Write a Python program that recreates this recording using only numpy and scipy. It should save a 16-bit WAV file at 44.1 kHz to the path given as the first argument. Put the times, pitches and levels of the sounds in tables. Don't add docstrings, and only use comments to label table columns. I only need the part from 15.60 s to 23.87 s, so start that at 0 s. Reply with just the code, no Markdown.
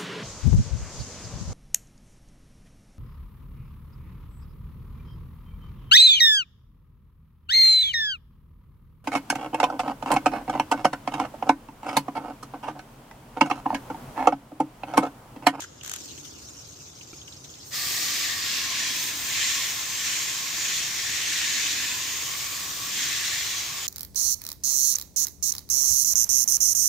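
import sys
import numpy as np
from scipy import signal
from scipy.fft import rfft, irfft, next_fast_len
from scipy.io import wavfile
from scipy.ndimage import uniform_filter1d

SR = 44100
rng = np.random.default_rng(int(sys.argv[2]) if len(sys.argv) > 2 else 0)


def unload_wav(signal):
    wavfile.write(
        sys.argv[1],
        SR,
        np.round(np.clip(np.atleast_2d(signal).T, -1, 1) * 32767).astype(np.int16),
    )


N = 364707

# f/Hz, relative density/dB
YARD_SPECTRUM = [(15, -42), (25, -26), (40, -24), (62, -2.5), (85, -0.5), (150, -1), (200, -10),
                 (270, -6.5), (380, -8.5), (500, -10.5), (900, -14), (1400, -17), (2000, -27), (5000, -28),
                 (15000, -55)]
TRICKLE_SPECTRUM = [(700, -22), (2000, -14.5), (3000, -8.5), (4600, -4.5), (5500, -3), (6700, 1.5),
                    (7400, -4.5), (8300, -12), (12000, -19.5), (16000, -19.5)]
BOTTLE_SPECTRUM = [(300, -16), (900, -12), (1150, -5), (1330, -3), (1600, -1.5), (2400, -8), (3100, 0.5),
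                   (4700, -6), (6800, 5), (8400, -11), (12000, -15), (16000, -25)]
SPIT_SPECTRUM = [(500, -14), (1500, -3.5), (3000, -6), (5000, -10), (6900, 5.5), (8500, -3), (12000, -8.5),
                 (16000, -10)]
ROAR_SPECTRUM = [(300, -39), (900, -39), (1400, -12), (1700, -3), (2200, -0.5), (2500, 0.5), (2900, -2),
                 (3400, 1), (4200, -2), (5100, -12), (7000, -12.5), (12000, -45)]
SIZZLE_SPECTRUM = [(1500, -26.5), (3500, -16), (4700, -7.5), (5200, -7), (5700, -1), (6150, -2), (6600, .5),
                   (7400, -3), (8200, -14), (9300, -15), (12000, -21), (16000, -35)]
MIST_SPECTRUM = [(4000, -7.5), (7500, 5.5), (9200, 3), (11000, 0.5), (12200, 0.5), (13500, 3.5),
                 (14900, 3.5), (16000, 3)]
SKIM_SPECTRUM = [(2000, -27.5), (3600, -4.5), (4500, 2), (5200, 3.5), (6200, -11), (9000, -27)]
PATTER_SPECTRUM = [(100, -23), (260, -20), (370, -1), (520, -10.5), (700, -2.5), (850, 1), (1400, 4.5),
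                   (2500, -17), (6000, -32)]
# f/Hz, correlation
YARD_CORRELATION = [(60, 0.98), (130, 0.95), (290, 0.85), (640, -0.25), (1400, -0.048), (15000, 0)]
JET_CORRELATION = [(60, 0.5), (130, 0.93), (290, 0.85), (640, 0.87), (1410, 0.68), (3100, 0.53),
                   (6820, 0.37), (15000, 0.083)]
# stroke rate/Hz, top f/Hz, end f/Hz, level/dB, start t/s
CRICKET_TRILLS = [(27, 5720, 5380, -51.5, .38), (27, 6450, 6130, -52.5, .38), (9.2, 4900, 4740, -60.5, .38),
                  (31, 6950, 6500, -60, 0)]
# t/s, level/dB
CRICKET_CHIRPS = [(.062, -49.5), (.172, -51.5), (1.365, -53.5), (1.575, -50), (1.68, -54.5), (1.885, -49.5),
                  (1.99, -49.5)]
# t/s, level/dB, f/Hz
CLEAR_DRIPS = [(.0207, -40, 1580), (0.0405, -35.5, 1490), (0.21, -41.5, 2900), (.508, -44, 3740),
               (.577, -43, 3050), (.6464, -45, 3350), (1.4097, -41.5, 2700), (1.6142, -41, 3260),
               (1.678, -42, 2870), (1.7233, -43, 3660), (1.844, -43, 3600), (1.9385, -42.5, 3690)]
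# f/Hz, level/dB, t60/s
NOZZLE_MODES = [(335, -34, .025), (720, -49, .025), (1340, -43, .03), (2350, -43, .028)]
# start t/s, hardest t/s, end t/s, first gap/s, top spurt gain/dB, mist level/dB
TRIGGER_SQUEEZES = [(.0024, 0, 0.042, .019, -22, -43), (0.2347, 0.343, .368, .0123, -17.5, -46)]
# t/s, level/dB
JET_STRIKE = [(2.15, -32.5), (2.67, -27), (2.77, -32), (2.91, -27.5), (3.09, -30.5), (3.21, -27.5),
              (3.43, -30.0), (3.59, -34.5), (3.85, -25.5), (4.05, -29), (4.19, -33.0), (4.29, -33),
              (4.45, -29), (4.57, -28), (4.83, -33), (5.13, -27.5), (5.33, -31.0), (5.73, -27.5),
              (6.07, -27.5), (6.51, -32.0), (7.21, -35.0), (7.31, -32.5), (7.41, -28), (7.89, -30.5),
              (8.13, -35), (8.27, -35.5)]
JET_PARTS = {"roar": (-33.5, 1.16, -2.1), "sizzle": (-33, 1.0, -1.5), "skim": (-41, 0.46, 6),
             "ring": (-32, 0.89, 1), "undertone": (-66, 0, 5.9), "patter": (-51, -0.13, -1.2)}
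# t/s, level/dB
SIZZLE_TILT = [(2.15, .8), (3.1, -2), (3.42, 0), (3.7, -2), (4.05, 0.8), (4.55, 1.2), (5.4, -0.1),
               (6.9, 0.5), (7.42, 1.3), (7.6, -0.8), (8.27, -0.5)]
# t/s, relative level/dB
MIST_CURVE = [(2.15, -42), (2.33, -37), (2.73, -44), (3.27, -47), (3.43, -38.5), (3.53, -43.5),
              (3.69, -40.5), (3.79, -44.5), (4.13, -41.5), (4.21, -44.5), (5.87, -46.0), (6.91, -43),
              (8.27, -46.0)]
# t/s, f/Hz, level/dB
HOLLOW_NOTE = [(2.15, 1190, -50.5), (2.75, 1148, -46.5), (2.92, 1083, -51.5), (3.17, 1083, -47),
               (3.45, 1010, -53.5), (3.75, 1113, -50.5), (4.25, 1070, -50), (4.52, 1095, -54),
               (4.8, 1070, -50), (5.2, 1103, -53.5), (6.05, 1095, -53.5), (6.35, 1047, -51.5),
               (6.72, 1118, -48), (7.7, 1126, -52.5), (8.27, 1110, -53)]
# t/s, relative level/dB
RING_CURVE = [(2.15, -9.5), (2.59, -15), (2.73, -6), (2.97, -14.5), (4.27, -12), (4.71, -15), (5.33, -15.5),
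              (5.53, -8.5), (5.67, -10.5), (5.83, -8), (5.93, -10), (7.23, -18), (7.63, -9), (8.27, -22)]
# t/s, relative level/dB
DRUM_CURVE = [(2.15, -75), (2.31, -52.5), (3.07, -56.5), (3.41, -50.5), (4.17, -63), (4.87, -57),
              (5.31, -59.5), (6.17, -52), (6.89, -63.5), (7.37, -51.5), (7.83, -67), (8.27, -74)]
# f/Hz, gain/dB
PORT_NOTCH = [(9400, 0), (10000, -5.5), (10400, -11), (10900, -4.5), (11800, 2)]

RUNOFF_S, KNOCK_S, LEAK_S, OPEN_S = .37, 1.532, 2.035, 2.105
GRAZE_UNTIL_S, SQUARE_FROM_S = 2.6, 3.8
TIME_S = np.arange(N) / SR


def amp(db):
    return 10 ** (np.asarray(db) / 20)


def unit_rms(x):
    return x / np.sqrt(np.mean(x ** 2) + 1e-20)


def unit_mid(pair):
    return pair / np.sqrt(np.mean(pair.mean(0) ** 2) + 1e-20)


def at_hz(points, hz):
    f, value = np.transpose(points)
    return np.interp(np.log(hz + 1), np.log(f + 1), value)


def curves(rows):
    times_s, *columns = np.transpose(rows)
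    return [np.interp(TIME_S, times_s, column) for column in columns]


def add(mix, start_s, sound):
    part = mix[:, max(round(start_s * SR), 0):][:, :sound.shape[-1]]
    part += sound[..., :part.shape[1]]


def pan(left_db):
    return amp([[left_db / 2], [-left_db / 2]])


def colour(pair, spectrum, correlation=None):
    n = pair.shape[1]
    size = next_fast_len(n + 2048)
    hz, z = np.fft.rfftfreq(size, 1 / SR), rfft(pair, size)
    if correlation is not None:
        c = np.clip(at_hz(correlation, hz), -1, 1)
        z = np.array([z[0], c * z[0] + np.sqrt(1 - c ** 2) * z[1]])
    return irfft(z * amp(at_hz(spectrum, hz)), size)[:, :n]


def wobble(rate_hz):
    knots = rng.standard_normal(8192)
    return unit_rms(np.interp(TIME_S * rate_hz, np.arange(len(knots)), knots))


def ringing(x, hz, width_hz):
    turn = np.exp(2j * np.pi * np.cumsum(hz * np.ones(x.shape[-1])) / SR)
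    pole = np.exp(-np.pi * width_hz / SR)
    for _ in range(2):
        x = 2 * (turn * signal.lfilter([1 - pole], [1, -pole], x / turn + 1e-18)).real
    return unit_mid(x)


def droplets(per_s, spread_db, wash):
    sizes = amp(spread_db * np.minimum(rng.exponential(1, (2, N)), 5))
    hits = sizes * rng.choice([-1, 1], (2, N)) * (rng.random((2, N)) < per_s / SR)
    return unit_rms(unit_rms(hits) + wash * rng.standard_normal((2, N)))


def patchy(pair, brief_db, lasting_db=0.):
    z = signal.stft(pair, nperseg=512)[2]
    brief, lasting = rng.standard_normal((2,) + z.shape[1:])
    brief = uniform_filter1d(uniform_filter1d(brief, size=6, axis=0), size=6, axis=1)
    lasting = uniform_filter1d(uniform_filter1d(lasting, size=2, axis=0), size=40, axis=1)
    gain = amp(brief_db * unit_rms(brief) + lasting_db * unit_rms(lasting))
    return signal.istft(z * gain, nperseg=512)[1][:, :N]


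def yard(level_db=-52):
    swell = amp(.35 * wobble(3.3))
    rumble = colour(rng.standard_normal((2, N)), YARD_SPECTRUM, YARD_CORRELATION)
    return unit_mid(rumble) * amp(level_db) * swell


def trill(rate_hz, top_hz, end_hz, db, start_s, duty=.75):
    strokes = np.cumsum(rate_hz * (1 + .07 * wobble(25))) / SR
    progress = np.minimum(strokes % 1 / duty, 1)
    hz = end_hz + (top_hz - end_hz) * (1 - progress) ** 2 + 40 * wobble(500)
    envelope = np.sin(np.pi * progress) * amp(db + 2.2 * wobble(110))
    return np.sin(2 * np.pi * np.cumsum(hz) / SR) * envelope * (TIME_S > start_s)


def crickets(chirp_hz=5080, scatter_db=-6):
    song = np.tile(sum(trill(*row) for row in CRICKET_TRILLS), (2, 1))
    t = np.arange(0, .035, 1 / SR)
    chirp = np.hanning(len(t)) ** .5 * np.sin(2 * np.pi * chirp_hz * t)
    for start_s, db in CRICKET_CHIRPS:
        add(song, start_s, amp(db) * chirp)
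    echoes = rng.standard_normal((2, 3000)) * np.exp(-TIME_S[:3000] / .006)
    scattered = signal.fftconvolve(song, echoes, axes=1)[:, :N]
    return song + amp(scatter_db) * unit_rms(scattered) * song.std()


def runoff(gush_db=-52, trickle_db=-51, settle_s=.27, dribble_db=-55.5):
    age_s = np.maximum(TIME_S - RUNOFF_S, 0)
    onset = np.minimum(age_s / .017, 1)
    flow = (amp(trickle_db) + amp(gush_db) * np.exp(-age_s / settle_s)) * amp(1.5 * wobble(90))
    water = unit_mid(colour(patchy(droplets(900, 2.0, .98), brief_db=3.5), TRICKLE_SPECTRUM))
    dribble = ringing(droplets(120, 1.7, .26), hz=298, width_hz=120)
    dribble_flow = amp(dribble_db) * np.exp(-.5 * ((TIME_S - .5) / .2) ** 2)
    return onset * (water * flow + dribble * dribble_flow)


def drip(db, hz, tick_db=-8):
    t = TIME_S[:3000]
    burst, splash = rng.standard_normal((2, 2, len(t)))
    plip = ringing(burst, hz, width_hz=.26 * hz) * np.minimum(t / .0019, 1) * np.exp(-t / .0061)
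    splash = colour(splash, [(1000, -18), (4000, -9), (6500, 18), (9000, -10), (15000, -15)])
    tick = unit_mid(splash) * np.exp(-t / .0055)
    return amp(db) * (plip + amp(tick_db) * tick) * pan(rng.normal(0, 2.5))


def drips(faint_per_s=4, faint_db=-52, faint_hz=3700):
    out = np.zeros((2, N))
    for start_s, db, hz in CLEAR_DRIPS:
        add(out, start_s, drip(db, hz))
    for slot_s in np.arange(RUNOFF_S, OPEN_S, 1 / faint_per_s):
        start_s = slot_s + rng.random() / faint_per_s
        add(out, start_s, drip(faint_db + rng.normal(0, 1.8), faint_hz * np.exp(rng.normal(0, .1))))
    return out


def knock():
    out, t = np.zeros((2, N)), TIME_S[:SR // 5]
    for hz, db, t60_s in NOZZLE_MODES:
        add(out, KNOCK_S, amp(db - 60 * t / t60_s) * np.sin(2 * np.pi * hz * t))
    return out


def spurt(spit_db=-7.6, spatter_db=-19):
    t = np.arange(-.006, .04, 1 / SR)
    age_s = np.maximum(t, 0)
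    spit = np.minimum(age_s / .00025, 1) * np.exp(-np.maximum(age_s - .001, 0) / .00072)
    spatter = (t > -.0035) * np.exp(-age_s / .0097)
    sharp, soft = rng.standard_normal((2, 2, len(t)))
    return (amp(spit_db) * spit * unit_mid(colour(sharp, SPIT_SPECTRUM))
            + amp(spatter_db) * spatter * unit_mid(colour(soft, BOTTLE_SPECTRUM)))


def bottle(foam_db=-56.5, gap_growth_s=.00193, build_db_per_s=100, slack_db_per_s=230):
    spurts = np.zeros((2, N))
    flow = amp(foam_db) * (TIME_S < RUNOFF_S)
    for start_s, hardest_s, end_s, gap_s, top_db, mist_db in TRIGGER_SQUEEZES:
        rise = np.clip((TIME_S - start_s) / .03 + .5, 0, 1)
        fall = np.exp(-np.maximum(TIME_S - end_s, 0) / .018)
        flow = np.maximum(flow, amp(mist_db) * rise * fall)
        at_s = start_s
        while at_s < end_s:
            db = top_db - max(build_db_per_s * (hardest_s - at_s), slack_db_per_s * (at_s - hardest_s))
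            add(spurts, at_s - .0055, amp(db) * spurt())
            at_s += gap_s
            gap_s += gap_growth_s
    fizz = unit_mid(colour(droplets(4600, 2.5, .75), BOTTLE_SPECTRUM))
    return (spurts + flow * fizz) * pan(1.9)


def coil(gain, ring_hz=1784, drum_hz=286, undertone_ratio=.625):
    hollow_hz, hollow_db = curves(HOLLOW_NOTE)
    ring_bend = (hollow_hz / hollow_hz.mean()) ** .37
    drive = colour(droplets(4000, 2.1, .63), [(100, 8), (1400, -20.5), (4000, 13)], JET_CORRELATION)
    hollow = ringing(drive, hollow_hz, width_hz=128) * amp(hollow_db + wobble(9))
    undertone = ringing(drive, undertone_ratio * hollow_hz, width_hz=33) * gain["undertone"]
    ring = ringing(drive, ring_hz * ring_bend, width_hz=280) * gain["ring"] * amp(curves(RING_CURVE)[0])
    drum = ringing(drive, drum_hz, width_hz=156) * amp(curves(DRUM_CURVE)[0] - .5)
    return hollow * pan(-5) + undertone + ring * pan(7.2) + drum


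def jet_band(drops, spectrum):
    return unit_mid(colour(drops, spectrum, JET_CORRELATION))


def jet(usual_strike_db=-30, opening_s=.041, leak_db=-12):
    strike_db = curves(JET_STRIKE)[0] - usual_strike_db
    grazing = np.clip((SQUARE_FROM_S - TIME_S) / (SQUARE_FROM_S - GRAZE_UNTIL_S), 0, 1)
    gain = {name: amp(db + slope * strike_db + graze_db * grazing)
            for name, (db, slope, graze_db) in JET_PARTS.items()}
    valve = np.clip((TIME_S - OPEN_S) / opening_s, 0, 1)
    leak = amp(leak_db) * np.clip((TIME_S - LEAK_S) / opening_s, 0, 1)
    tilt = amp(curves(SIZZLE_TILT)[0] / 2)
    impacts = patchy(droplets(5000, 2.5, .99), brief_db=1.1, lasting_db=1.35)
    splash = patchy(droplets(7000, 2.6, .91), brief_db=.3, lasting_db=2.9)
    roar = jet_band(impacts, ROAR_SPECTRUM) * gain["roar"] / tilt
    sizzle = jet_band(splash, SIZZLE_SPECTRUM) * gain["sizzle"] * tilt
    mist = jet_band(droplets(9000, 3.3, 1.0), MIST_SPECTRUM) * amp(curves(MIST_CURVE)[0] + 5)
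    skim = jet_band(droplets(7000, 2.1, .75), SKIM_SPECTRUM) * gain["skim"]
    patter = jet_band(droplets(1500, 3.7, .93), PATTER_SPECTRUM) * gain["patter"]
    metal = coil(gain)
    flutter = amp(.38 * wobble(60))
    spray = valve * (roar + sizzle + skim) + np.maximum(valve, leak) * mist
    return flutter * spray + valve * (patter + metal)


def scene():
    return jet() + bottle() + runoff() + drips() + knock() + crickets() + yard()


def record(dry):
    cutoff_hz = 15600
    lowpass = signal.firwin(601, cutoff_hz, window=("kaiser", 9), fs=SR)
    return signal.oaconvolve(colour(dry, PORT_NOTCH), lowpass[None], "same", axes=1)


dry = scene()
out = record(dry)
unload_wav(out)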